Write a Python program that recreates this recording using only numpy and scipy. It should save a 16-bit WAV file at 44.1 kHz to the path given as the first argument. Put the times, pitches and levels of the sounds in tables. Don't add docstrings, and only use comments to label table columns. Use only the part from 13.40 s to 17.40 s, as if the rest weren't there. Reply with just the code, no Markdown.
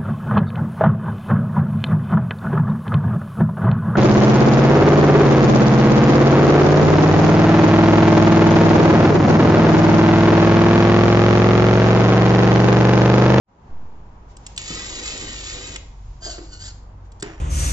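import sys
import numpy as np
from scipy import signal
from scipy.fft import rfft, irfft, next_fast_len
from scipy.io import wavfile
from scipy.ndimage import uniform_filter1d, map_coordinates

SR = 44100
rng = np.random.default_rng(int(sys.argv[2]) if len(sys.argv) > 2 else 0)


def digitize_waveform(pressure):
    field = np.atleast_2d(pressure).T
    bounded = np.clip(field, -1, 1)
    quanta = np.round(bounded * 32767).astype(np.int16)
    wavfile.write(sys.argv[1], SR, quanta)


N = 176400

# time_s, rumble_db, air_db
ROOM_LEVELS = [(0.05, -98, -100), (0.09, -61, -58.5), (0.3, -43.5, -48), (0.7, -46.5, -50),
               (1.6, -42.5, -48.5), (2.7, -42, -53.5), (3.5, -43, -51.5), (4.0, -43, -50.5)]
# time_s, lower_db, upper_db
HUM_LEVELS = [(0.08, -81, -69), (0.5, -49, -56.5), (2.2, -42.5, -54), (2.8, -44, -58.5),
              (3.25, -45.5, -43.5), (4.0, -43, -55.5)]
# frequency_hz, level_db
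RUMBLE_SPECTRUM = [(13, -31), (22, 1.5), (38, -6.5), (54, -1), (102, -8.5), (140, -11.5), (157, -21),
                   (210, -32), (250, -37.5), (320, -55.5), (550, -120)]
AIR_SPECTRUM = [(90, -0.5), (180, 6), (300, -0.5), (600, -2.5), (950, 2), (1400, -9.5), (2100, -16.5),
                (4000, -26), (7400, -27.5), (7800, -62)]
# frequency_hz, coherence
COHERENCE = [(60, 1), (160, 0.97), (280, 1), (500, 0.64), (1100, 0), (3000, 0)]
# frequency_hz, t60_s
REVERB_TIMES = [(200, 0.52), (1000, 0.55), (4000, 0.5), (7500, 0.43)]
# frequency_hz, lag_rad
LEFT_LAG = [(50, .05), (300, 0.33), (700, 1.3), (1300, 1.08), (1900, 1.69), (3000, 4.91), (4000, 4.46),
            (5000, 5.43), (6200, 7.8), (7400, 7.76)]

# centre_s, level_db, half_width_s
RUSTLE_SWELLS = [(0.91, -61.5, 0.016), (1.01, -64.5, 0.075), (1.115, -54, 0.047), (2.46, -65, 0.085),
                 (2.72, -61, 0.13), (3.06, -60, 0.018), (3.66, -65, 0.016), (3.77, -67.5, 0.034)]
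SHIFT_SWELLS = [(1.66, -43.5, 0.066), (2.67, -39, 0.03), (2.86, -35, 0.13)]
SCRAPE_SWELLS = [(2.865, -40, 0.023), (2.93, -49, 0.05)]
# frequency_hz, level_db
RUSTLE_SPECTRUM = [(250, 6.5), (900, -7), (2000, 2), (3700, -0.5), (5500, 0.5), (7400, 2), (7800, -54),
                   (8500, -99)]
SHIFT_SPECTRUM = [(20, -16.5), (35, 7.5), (52, 15), (70, -6.5), (110, -20), (250, -53.5), (1000, -110)]
SCRAPE_SPECTRUM = [(150, -26.5), (310, -2), (400, -4), (520, -14), (690, 6), (850, -21.5), (1200, -14),
                   (3000, -49), (8000, -84)]

# pitch_hz, level_db, t60_s
HOUSING_MODES = [(244, -10.5, 0.046), (307, 0.5, 0.14), (360.3, -7, 0.1), (418.6, -5, 0.099),
                 (511, -11.5, 0.073), (709, -13, 0.11), (1700, -16, 0.027)]
# start_s, level_db, noise_t60_s, relative_thump_db
HOUSING_KNOCKS = [(1.304, -35, 0.057, 7.5), (1.825, -35.5, 0.083, -2.5), (2.301, -39.5, 0.071, -5),
                  (2.876, -35, 0.05, -13), (2.983, -29.5, 0.036, -12), (3.826, -24, 0.052, -3),
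                  (3.857, -37.5, 0.038, -9.5)]
# start_s, level_db, length_s, relative_clack_db, clack_hz
TOOL_CLICKS = [(0.967, -39, 0.0053, -11, 3330), (1.064, -30, 0.0069, -9, 2800),
               (1.162, -37, 0.0074, -11, 2900), (1.176, -22.5, 0.0061, 1.5, 2840),
               (2.358, -27, 0.0068, 1, 2180), (3.718, -46.5, 0.0056, -6.5, 3300),
               (3.797, -47.5, 0.0075, -8, 3380), (3.805, -41.5, 0.0058, -12, 3300),
               (3.8236, -22, 0.0054, -10.5, 2600)]
# pitch_ratio, level_db
CLACK_SPECTRUM = [(.2, -28), (.55, -15.5), (0.801, -12), (1, 2.5), (1.15, -6), (1.42, -1.5), (1.8, -19.5),
                  (3, -45.5)]
# frequency_hz, level_db
RATTLE_SPECTRUM = [(100, -29), (300, 12), (700, -6.5), (1200, -6.5), (2200, -5), (4000, -20.5),
                   (7000, -34.5), (8500, -66)]
THUMP_SPECTRUM = [(60, -24.5), (150, -2), (300, -6), (450, -17), (1500, -76)]
CLICK_SPECTRUM = [(900, -15), (3000, -1.5), (4300, 2), (5000, 6), (6300, 3.5), (7200, 11.5), (8300, 5),
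                  (8800, -41)]
JINGLE_SPECTRUM = [(350, -19), (700, 13), (1100, 4), (1800, 6.5), (2900, 0.5), (4600, -17), (5700, -5.5),
                   (7300, -7.5), (7800, -43)]

# time_s, level_db
PULL_LEVELS = [(2.814, -56), (2.826, -42), (2.856, -32.5), (2.884, -38.5), (2.904, -34.5), (2.96, -43.5),
               (3.008, -54), (3.098, -56), (3.132, -41), (3.184, -52.5), (3.214, -38), (3.282, -41),
               (3.294, -42), (3.33, -66)]
# time_s, rate_hz, jitter_ratio
SLIP_RATES = [(2.821, 1566, .035), (2.862, 1600, 0.03), (2.9, 1530, 0.075), (2.945, 1418, 0.07),
              (3.05, 1450, 0.18), (3.12, 1519, .03), (3.163, 1434, .03), (3.225, 1561, 0.045),
              (3.259, 1838, 0.15), (3.299, 1420, 0.064)]
# time_s, peel_db, gear_db
SPIN_LEVELS = [(1.192, -36.5, -57), (1.226, -43, -44), (1.246, -40, -59), (1.276, -36.5, -45.5),
               (1.298, -35, -60), (1.31, -35.5, -41), (1.35, -35, -47), (1.41, -37.5, -47.5),
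               (1.515, -37.5, -41), (1.538, -38, -51.5), (1.58, -37.5, -40.5), (1.626, -40, -45),
               (1.658, -33.5, -46.5), (1.824, -38.5, -43), (1.946, -40.5, -47.5), (2.03, -37.5, -43.5),
               (2.11, -35.5, -48.5), (2.15, -39.5, -42.5), (2.21, -40.5, -46.5), (2.352, -41.5, -44.5)]
# time_s, level_db
CHATTER_LEVELS = [(1.2, -43), (1.27, -43.5), (1.315, -33), (1.41, -37), (1.55, -41), (1.7, -39),
                  (1.97, -41.5), (2.12, -38.5), (2.25, -43.5), (2.355, -40)]
# pitch_hz, bandwidth_hz, level_db
HOLDER_MODES = [(1231, 62, -4), (1600, 37, -6), (1907, 49, 0), (2490, 63, 0.5), (2990, 65, -2),
                (3450, 55, -7), (3810, 54, 1), (4840, 140, -3.5), (7240, 150, -6)]
# start_s, level_db
TAPE_POPS = [(1.32, -41.5), (1.337, -31.5), (1.419, -34), (1.5, -34.5), (1.632, -34), (1.6772, -25),
             (2.07, -31)]
# frequency_hz, level_db
PULL_SPECTRUM = [(300, -5.5), (700, -7.5), (1100, -6), (1500, -5.5), (2200, -4.5), (3200, -6.5),
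                 (3700, -1.5), (4800, 5), (5800, -5), (7300, 7), (7520, 9.5), (7800, -64)]
GEAR_SPECTRUM = [(65, -35.5), (110, -6), (182, -9.5), (301, -3.5), (497, -3), (579, -7), (776, -8),
                 (1200, -22), (1800, -19.5), (2340, -38), (3960, -120)]
PEEL_SPECTRUM = [(500, -23), (900, -14.5), (1250, -6), (1650, -11.5), (2200, 1), (3000, -4), (4000, -0.5),
                 (5000, -2.5), (6100, -3.5), (7150, 4.5), (7480, 4), (7900, -53)]

TIME = np.arange(N) / SR


def amp(db):
    return 10 ** (np.asarray(db) / 20)


def unit(x):
    return x / np.sqrt(np.mean(x ** 2) + 1e-20)


def along(points, hz):
    frequencies, values = np.transpose(points)
    return np.interp(np.log(hz + 1), np.log(frequencies + 1), values)


def envelopes(rows):
    times, *columns = np.transpose(rows)
    gate = np.interp(TIME, [times[0] - .01, times[0], times[-1], times[-1] + .01], [0, 1, 1, 0])
    return [gate * amp(np.interp(TIME, times, db)) for db in columns]


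def swells(rows):
    return sum(amp(db) * np.exp(-.5 * ((TIME - centre) / width) ** 2) for centre, db, width in rows)


def wobble(knots_per_s):
    return map_coordinates(rng.standard_normal(1024), [TIME * knots_per_s], mode="mirror")


def snaps(per_s, spread_db):
    size = amp(spread_db * np.minimum(rng.exponential(size=N), 6))
    return (rng.random(N) < per_s / SR) * size * rng.choice([-1, 1], N)


def filtered(x, response):
    length = x.shape[-1]
    padded = next_fast_len(length + 8192)
    return irfft(rfft(x, padded) * response(np.fft.rfftfreq(padded, 1 / SR)), padded)[..., :length]


def lowpass(x, cutoff_hz, order):
    return filtered(x, lambda hz: 1 / (1 + (hz / cutoff_hz) ** order))


def coloured(x, spectrum):
    return unit(filtered(x, lambda hz: amp(along(spectrum, hz))))


def resonance(hz, pitch_hz, bandwidth_hz):
    damping = 1j * hz * bandwidth_hz
    return damping / (pitch_hz ** 2 - hz ** 2 + damping)


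def delayed(x, delay_s):
    return map_coordinates(x, [(TIME - delay_s) * SR])


def add(track, start_s, sound):
    part = track[round(start_s * SR):][:len(sound)]
    part += sound[:len(part)]


def diffuse(pair):
    angle = lambda hz: np.arccos(np.clip(along(COHERENCE, hz), -1, 1)) / 2
    mid, side = filtered(pair, lambda hz: np.array([np.cos(angle(hz)), np.sin(angle(hz))]))
    return np.array([mid + side, mid - side])


def in_room(x, room_db):
    wet = np.zeros((2, N + SR))
    hop, predelay = SR // 8, SR // 250
    for start in range(0, N, hop):
        piece = x[None, start:start + hop]
        if np.abs(piece).max() > 1e-4:
            hz, t, noise = signal.stft(rng.standard_normal((2, SR // 2)), SR, nperseg=256)
            decay = amp(-60 * t / along(REVERB_TIMES, hz)[:, None])
            tail = signal.istft(noise * decay, SR, nperseg=256)[1]
            echoes = signal.fftconvolve(piece, tail / np.linalg.norm(tail[0]), axes=1)
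            wet[:, start + predelay:][:, :echoes.shape[1]] += echoes
    wet = lowpass(diffuse(wet[:, :N]), cutoff_hz=7650, order=90)
    direct = filtered(x, lambda hz: np.exp(.5j * along(LEFT_LAG, hz) * np.array([[-1], [1]])))
    return (direct + amp(room_db) * wet) / np.hypot(1, amp(room_db))


def workshop(hum_hz=(48.5, 94.5)):
    hum = np.zeros(N)
    for hz, level in zip(hum_hz, envelopes(HUM_LEVELS)):
        peak = np.sqrt(2) * level * amp(0.67 * wobble(6.0))
        hum += peak * np.sin(2 * np.pi * hz * TIME + 0.5 * wobble(4.53))
    rumble_level, air_level = envelopes(ROOM_LEVELS)
    rumble = coloured(diffuse(rng.standard_normal((2, N))), RUMBLE_SPECTRUM)
    air = coloured(diffuse(rng.standard_normal((2, N))), AIR_SPECTRUM)
    return rumble_level * rumble + air_level * air + hum


def offset_step(start_s=0.3, gain_db=-21, rise_s=0.035, fall_s=0.15):
    t = np.maximum(TIME - start_s, 0)
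    return amp(gain_db) * (1 - np.exp(-t / rise_s)) * np.exp(-t / fall_s)


def hands():
    rustle = coloured(diffuse(rng.standard_normal((2, N))), RUSTLE_SPECTRUM)
    rumble = coloured(rng.standard_normal(N), SHIFT_SPECTRUM)
    return rustle * swells(RUSTLE_SWELLS) + rumble * swells(SHIFT_SWELLS)


def scraping():
    return coloured(snaps(per_s=400, spread_db=3.5), SCRAPE_SPECTRUM) * swells(SCRAPE_SWELLS)


def jingling(start_s=3.838, level_db=-39.5, t60_s=0.78):
    t = TIME - start_s
    collisions = coloured(snaps(per_s=600, spread_db=0), JINGLE_SPECTRUM)
    return collisions * (t > 0) * amp(level_db - 60 * np.abs(t) / t60_s)


def knocks(ring_db=-2.5, rise_s=0.00028):
    out, t = np.zeros(N), np.arange(SR // 4) / SR
    for start_s, db, noise_t60_s, thump_db in HOUSING_KNOCKS:
        ring = np.zeros(len(t))
        for k, (hz, mode_db, t60_s) in enumerate(HOUSING_MODES):
            decay = amp(mode_db + rng.normal(0, 3.0) - 60 * t / t60_s)
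            ring += (-1) ** k * decay * np.sin(2 * np.pi * hz * t)
        rattle = coloured(rng.standard_normal(len(t)), RATTLE_SPECTRUM)
        thump = coloured(rng.standard_normal(len(t)), THUMP_SPECTRUM)
        noise = (rattle + amp(thump_db) * thump) * amp(-60 * t / noise_t60_s)
        attack = 1 - np.exp(-t / rise_s)
        add(out, start_s, amp(db) * attack * (amp(ring_db) * ring + noise))
    return out


def clicks(rise_s=0.0016):
    out, t = np.zeros(N), np.arange(SR // 20) / SR
    for start_s, db, length_s, clack_db, clack_hz in TOOL_CLICKS:
        treble = coloured(rng.standard_normal(len(t)), CLICK_SPECTRUM)
        spectrum = [(ratio * clack_hz, level_db) for ratio, level_db in CLACK_SPECTRUM]
        clack = coloured(rng.standard_normal(len(t)), spectrum)
        envelope = (1 - np.exp(-(t / rise_s) ** 2)) / (1 + (t / length_s) ** 4)
        add(out, start_s, amp(db) * envelope * (treble + amp(clack_db) * clack))
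    return out


def stripping(squawk_db=0.5, rasp_db=-1):
    level, = envelopes(PULL_LEVELS)
    ragged = unit(uniform_filter1d(rng.standard_normal(N), size=24))
    times, hz, jitter = np.transpose(SLIP_RATES)
    slip_hz = np.interp(TIME, times, hz) * (1 + np.interp(TIME, times, jitter) * ragged)
    phase = 2 * np.pi * np.cumsum(slip_hz) / SR
    harmonics = sum(np.sin(k * phase) for k in range(1, 5))
    squawk = coloured(harmonics * amp(2.7 * wobble(200)), PULL_SPECTRUM)
    rasp = coloured(snaps(per_s=1800, spread_db=2.0), PULL_SPECTRUM)
    return level * (amp(squawk_db) * squawk + amp(rasp_db) * rasp)


def housing(hz):
    return sum((-1) ** k * amp(db) * resonance(hz, pitch_hz, np.log(1000) / np.pi / t60_s)
               for k, (pitch_hz, db, t60_s) in enumerate(HOUSING_MODES))


def gears(tooth_hz=62, tooth_depth=0.18):
    _, level = envelopes(SPIN_LEVELS)
    tooth_phase = 2 * np.pi * np.cumsum(tooth_hz * (1 + 0.013 * wobble(2.9))) / SR
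    impacts = snaps(per_s=1000, spread_db=-0.5) * (1 + tooth_depth * np.sin(tooth_phase))
    rattle = filtered(impacts, lambda hz: 0.39 + housing(hz))
    whirr = delayed(rattle, np.cumsum(0.0308 * wobble(9)) / SR)
    return coloured(whirr, GEAR_SPECTRUM) * level * amp(1.7 * wobble(25.27))


def circling(x, turns_per_s=2.55, delay_s=0.0021, swing_s=0.00021, echo_gain=0.5):
    lag_s = delay_s + swing_s * np.sin(2 * np.pi * turns_per_s * TIME)
    return lowpass(x + echo_gain * delayed(x, lag_s), cutoff_hz=7600, order=120)


def chatter(flare_db=3.5, pitch_waver=0.03):
    level, = envelopes(CHATTER_LEVELS)
    jolts = snaps(per_s=300, spread_db=1.0)
    ring = np.zeros(N)
    for pitch_hz, bandwidth_hz, db in HOLDER_MODES:
        mode = filtered(jolts, lambda hz: resonance(hz, pitch_hz, bandwidth_hz))
        ring += amp(db + flare_db * wobble(17)) * mode
    ring = delayed(ring, np.cumsum(pitch_waver * wobble(11)) / SR)
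    return level * unit(circling(ring))


def peeling(gain_db=3, flicker_db=1.75, pop_s=0.0056):
    level, _ = envelopes(SPIN_LEVELS)
    threads = coloured(circling(snaps(per_s=3000, spread_db=2)), PEEL_SPECTRUM)
    out = threads * level * amp(gain_db + flicker_db * wobble(110))
    t = np.arange(SR // 50) / SR
    for start_s, db in TAPE_POPS:
        burst = coloured(rng.standard_normal(len(t)), PEEL_SPECTRUM)
        add(out, start_s, amp(db) * burst / (1 + (t / pop_s) ** 4))
    return lowpass(out, cutoff_hz=7600, order=120)


def scene():
    tool = in_room(peeling() + chatter(), room_db=-4.0)
    tool += in_room(gears(), room_db=-0.5)
    tool += in_room(stripping(), room_db=-8.5)
    tool += in_room(clicks() + jingling(), room_db=-11.0)
    tool += in_room(knocks() + scraping(), room_db=-2.5)
    return tool + hands() + workshop() + offset_step()


def record(dry):
    return lowpass(dry, cutoff_hz=8900, order=100)


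dry = scene()
out = record(dry)
digitize_waveform(out)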